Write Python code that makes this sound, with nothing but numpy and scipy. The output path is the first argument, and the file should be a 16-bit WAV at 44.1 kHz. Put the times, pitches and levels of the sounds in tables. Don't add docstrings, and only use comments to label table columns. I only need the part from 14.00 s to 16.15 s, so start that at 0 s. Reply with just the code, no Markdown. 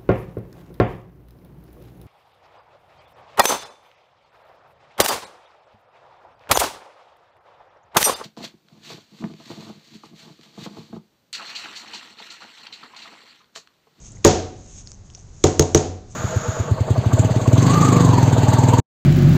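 import sys
import numpy as np
from scipy import signal
from scipy.fft import rfft, irfft, next_fast_len
from scipy.io import wavfile
from scipy.ndimage import uniform_filter1d, map_coordinates

SR = 44100
rng = np.random.default_rng(int(sys.argv[2]) if len(sys.argv) > 2 else 0)


def store_pcm(level_fs):
    pcm = np.round(np.clip(level_fs, -1, 1) * 32767).astype(np.int16)
    wavfile.write(sys.argv[1], SR, np.atleast_2d(pcm).T)


def gain_from_decibels(decibels):
    exponent = np.asarray(decibels, float) / 20
    return 10 ** exponent


N = 94815

# freq_hz [Hz], level_db [dB per Hz]
CRACK_COLOUR = [(710, -59.5), (1200, -9), (1510, -0.5), (2670, -3), (4950, 1), (6370, -3.5), (9000, -22),
                (11700, -70.5), (19800, -120)]


def noise(n):
    return rng.standard_normal(n)


def sine(hz, t):
    return np.sin(2 * np.pi * hz * t)


def unit(x):
    return x / np.sqrt(np.mean(x ** 2) + 1e-20)


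def along(points, hz):
    f, v = np.transpose(points)
    return np.interp(np.log(hz + 1), np.log(f + 1), v)


def coloured(x, spectrum):
    m = next_fast_len(len(x) + 8192) // 2 * 2
    level_db = np.maximum(along(spectrum, np.fft.rfftfreq(m, 1 / SR)), -80)
    cepstrum = irfft(np.log(gain_from_decibels(level_db)), m)
    cepstrum[1:m // 2] *= 2
    cepstrum[m // 2 + 1:] = 0
    return irfft(rfft(x, m) * np.exp(rfft(cepstrum)), m)[:len(x)]


def wobble(rate):
    knots = noise(int(N * rate / SR) + 4)
    return map_coordinates(knots, [np.arange(N) * rate / SR])


def add(into, s, x):
    part = into[round(s * SR):][:len(x)]
    part += x[:len(part)]


def reverb(spectrum, stretch=1):
    # freq_hz [Hz], t60_s [s]
    room_decay = [(90, .8), (170, 0.57), (300, 0.6), (1000, 0.48), (4000, 0.49), (8000, 0.39)]
    hz, t, z = signal.stft(unit(coloured(noise(SR), spectrum)), SR, nperseg=512)
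    fade_db = -60 * t / along(room_decay, hz)[:, None] / stretch
    return signal.istft(z * gain_from_decibels(fade_db), SR, nperseg=512)[1][:SR]


def hush():
    # freq_hz [Hz], level_db [dB per Hz]
    hush_colour = [(12, -39), (20, 6.5), (119, 2), (209, -7.5), (341, -13.5), (2900, -33.5), (6620, -27.5),
                   (8570, -42.5), (9500, -54), (12400, -99), (20900, -120)]
    hum_hz, hum_db = 197, -59
    drone_hz, drone_db = 102.6, -49.5
    turn = 2 * np.pi * np.arange(N) / SR
    hum = np.sin(hum_hz * turn + 0.92 * wobble(10.4)) * gain_from_decibels(hum_db + 2.8 * wobble(3.3))
    drone = np.sin(drone_hz * turn + 1.9 * wobble(27)) * gain_from_decibels(drone_db + 7 * wobble(8))
    air = unit(coloured(noise(N), hush_colour)) * gain_from_decibels(-45 + 1.5 * wobble(2.57))
    return air + hum + drone


def saliva():
    # start_s [s], peak_db [dB], pitch_hz [Hz], ring [cycles]
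    ticks = [(.1185, -33, 7500, 5), (.1228, -36, 7200, 4), (.1815, -38, 7100, 4), (.156, -42, 6400, 6),
             (.170, -48, 2050, 5), (.8635, -42, 5500, 6), (.8732, -27, 4900, 2.5), (.8737, -30, 6500, 3),
             (.8805, -42, 6000, 3), (.8895, -41, 5800, 3), (.897, -43, 6540, 7), (.9062, -39, 6750, 7),
             (.9135, -41, 6800, 5), (.9177, -24, 6000, 1.6), (.931, -40, 6000, 6), (.9385, -40, 6600, 5),
             (.945, -39, 6300, 7), (.952, -43, 6300, 5), (1.1008, -39, 3100, 2), (1.1015, -39, 6000, 3),
             (1.1085, -46, 5500, 5), (1.1373, -41, 5500, 3), (1.1465, -41, 5500, 2), (1.1495, -25, 5900, 3),
             (1.1496, -44, 2200, 1.5), (1.153, -31, 5900, 6), (1.176, -41, 4500, 2), (1.176, -48, 750, 4),
             (1.192, -42, 6000, 6), (1.198, -39, 6350, 5)]
    snap_db, room_db = -10, -15
    out, t = np.zeros(N), np.arange(SR // 40) / SR
    for start_s, peak_db, pitch_hz, cycles in ticks:
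        u = t * pitch_hz / cycles
        ring = u * np.exp(1 - 2.2 * u) * 2.2 * sine(pitch_hz, t)
        snap = gain_from_decibels(snap_db) * (2 / cycles) ** 2 * noise(len(t)) * np.exp(-t / .0005)
        add(out, start_s, gain_from_decibels(peak_db) * (ring + snap))
    tail = reverb([(500, -1), (6000, 1.5)])
    tail = tail / np.linalg.norm(tail)
    return out + gain_from_decibels(room_db) * signal.fftconvolve(out, tail)[:N]


def tongue():
    # time_s [s], level_db [dB]
    drag = [(0, -54), (.07, -46.5), (0.139, -57), (.163, -48.5), (0.202, -59), (.24, -51.5), (.55, -60),
            (.78, -42.5), (.84, -55.5), (0.931, -56.5), (1.04, -64.5), (1.18, -54.5), (1.31, -64),
            (1.41, -50), (1.5, -44), (2.05, -69), (2.11, -56), (2.15, -53)]
    # freq_hz [Hz], level_db [dB per Hz]
    fur_colour = [(1470, -29), (2500, -19), (3610, -18.5), (4600, -22.5), (6530, 0), (7680, -11.5),
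                  (8830, -13.5), (9500, -45), (12400, -80.5), (20900, -120)]
    grains_per_s, grain_spread_db, smooth_share = 1000, 3.5, 0.5
    happens = rng.random(N) < grains_per_s / SR
    size = gain_from_decibels(grain_spread_db * np.clip(noise(N), -2, 2))
    slips = happens * size * np.sign(noise(N))
    rub = smooth_share * noise(N) + (1 - smooth_share) * unit(slips)
    time_s, level_db = np.transpose(drag)
    pressure_db = np.interp(np.arange(N) / SR, time_s, level_db)
    return unit(coloured(rub, fur_colour)) * gain_from_decibels(pressure_db + 2.2 * wobble(30.14))


def scrapes(out):
    # start_s [s], length_s [s], level_db [dB]
    leads = [
        (.2437, .0047, -22),
        (1.4388, .0019, -17),
    ]
    t = np.arange(SR) / SR
    for start_s, length_s, level_db in leads:
        swell = (t < length_s) * (1.03 + (t / length_s) ** 3)
        add(out, start_s, unit(coloured(noise(SR), CRACK_COLOUR)) * gain_from_decibels(level_db) * swell)


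def crack(out, start_s, crack_db, crack_hz):
    # delay_s [s], level_db [dB]
    walls = [
        (.0029, -6),
        (.0075, -19),
        (.0125, -20),
        (.0165, -20),
        (.024, -20),
        (.0278, -12),
        (.0308, -14),
    ]
    hold_s, t60_s, rise_s = 0.0014, 0.006, 0.00024
    second_hz, second_db, grit_db = 4200, -14, -6
    echo_hz, echo_grit_db = 6600, -10
    grit = unit(coloured(noise(SR // 8), CRACK_COLOUR))
    t = np.arange(len(grit)) / SR
    shape = gain_from_decibels(crack_db - 60 * np.maximum(t - hold_s, 0) / t60_s) * (1 - np.exp(-t / rise_s))
    shake = uniform_filter1d(grit, size=9)
    whistle = np.sin(2 * np.pi * crack_hz * t + 0.4 * shake)
    second = gain_from_decibels(second_db) * sine(second_hz, t)
    add(out, start_s, shape * (whistle + second + gain_from_decibels(grit_db) * grit))
    echo_whistle = np.sin(2 * np.pi * echo_hz * t + 0.51 * shake)
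    for k, (delay_s, level_db) in enumerate(walls):
        echo = echo_whistle + gain_from_decibels(echo_grit_db) * np.roll(grit, 400 * (k + 1))
        add(out, start_s + delay_s, gain_from_decibels(level_db + rng.normal(0, 1)) * shape * echo)


def floor_thud(out, start_s, thud_db, bass_db):
    # pitch_hz [Hz], level_db [dB], t60_s [s]
    boards = [(89.12, -12.5, 0.77), (94.37, -10, 0.6), (146.2, -2, 0.19), (253.2, -12.5, 0.28),
              (345.5, -8.5, 0.32), (389.2, 3, 0.071), (431, 0.5, .2), (561.3, -7.5, 0.15),
              (642, -19.5, 0.45), (724.8, -20.5, 0.53), (742, -20, 0.61), (788.5, -23, 0.39),
              (921, -18, 0.24), (1188, -25, 0.1)]
    bass_hz = 200
    lag_s, rise_s, shove_s = 0.0016, 0.001, 0.0011
    t = np.arange(SR) / SR
    ring = np.zeros(SR)
    for pitch_hz, level_db, t60_s in boards:
        mode_db = level_db + bass_db * (pitch_hz < bass_hz) + rng.normal(0, 1)
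        ring += gain_from_decibels(mode_db - 60 * t / t60_s) * sine(pitch_hz, t)
    ring += gain_from_decibels(12 - 60 * t / 0.026) * sine(345.4, t)
    ring += gain_from_decibels(6.5 + bass_db) * (1 - t / shove_s / 2) * np.exp(-t / shove_s / 2)
    add(out, start_s + lag_s, gain_from_decibels(thud_db - 7.5) * ring * (1 - np.exp(-t / rise_s)))


def room_tail(out, start_s, thud_db, bass_db):
    # freq_hz [Hz], level_db [dB per Hz]
    tail_colour = [(110, -6.5), (400, 2.5), (900, -9.5), (1650, -19), (2300, -22), (5000, -20),
                   (6700, -10.5), (9000, -31)]
    tail_db, late_db, rise_s = -17.5, -22, 0.0017
    mids_per_bass = 0.61
    colour = []
    for hz, db in tail_colour:
        is_mid = 1200 < hz < 5500
        colour.append((hz, db - mids_per_bass * bass_db * is_mid))
    tail = reverb(colour) + gain_from_decibels(late_db) * reverb(colour, stretch=1.66)
    t = np.arange(SR) / SR
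    add(out, start_s, gain_from_decibels(thud_db + tail_db) * tail * (1 - np.exp(-t / rise_s)))


def knocks():
    # [dB, extra bass]
    blows = [
        (0.248, -1.5, 6830, 6.5, -4.5),
        (1.4404, -6.5, 6810, -0.5, 0),
        (1.5946, -3.5, 6410, -3, 3),
        (1.7469, -3.5, 6070, 0, 0.5),
    ]
    out = np.zeros(N)
    scrapes(out)
    for start_s, crack_db, crack_hz, thud_db, bass_db in blows:
        crack(out, start_s, crack_db, crack_hz)
        floor_thud(out, start_s, thud_db, bass_db)
        room_tail(out, start_s, thud_db, bass_db)
    return signal.sosfilt(signal.butter(2, 40.7, "high", fs=SR, output="sos"), out)


def scene():
    return (hush() + saliva() + tongue() + knocks())[None]


def band_edge(x, hz):
    return signal.sosfilt(signal.cheby2(10, 60, hz, fs=SR, output="sos"), x)


def overload(x):
    ceiling, knee = 0.7, 18
    return x / (1 + np.abs(x / ceiling) ** knee) ** (1 / knee)


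def top_cut(x):
    return signal.sosfilt(signal.butter(12, 17140, fs=SR, output="sos"), x)


def record(dry):
    heard = overload(band_edge(dry, 9800))
    return top_cut(band_edge(heard, 17000))


dry = scene()
out = record(dry)
store_pcm(out)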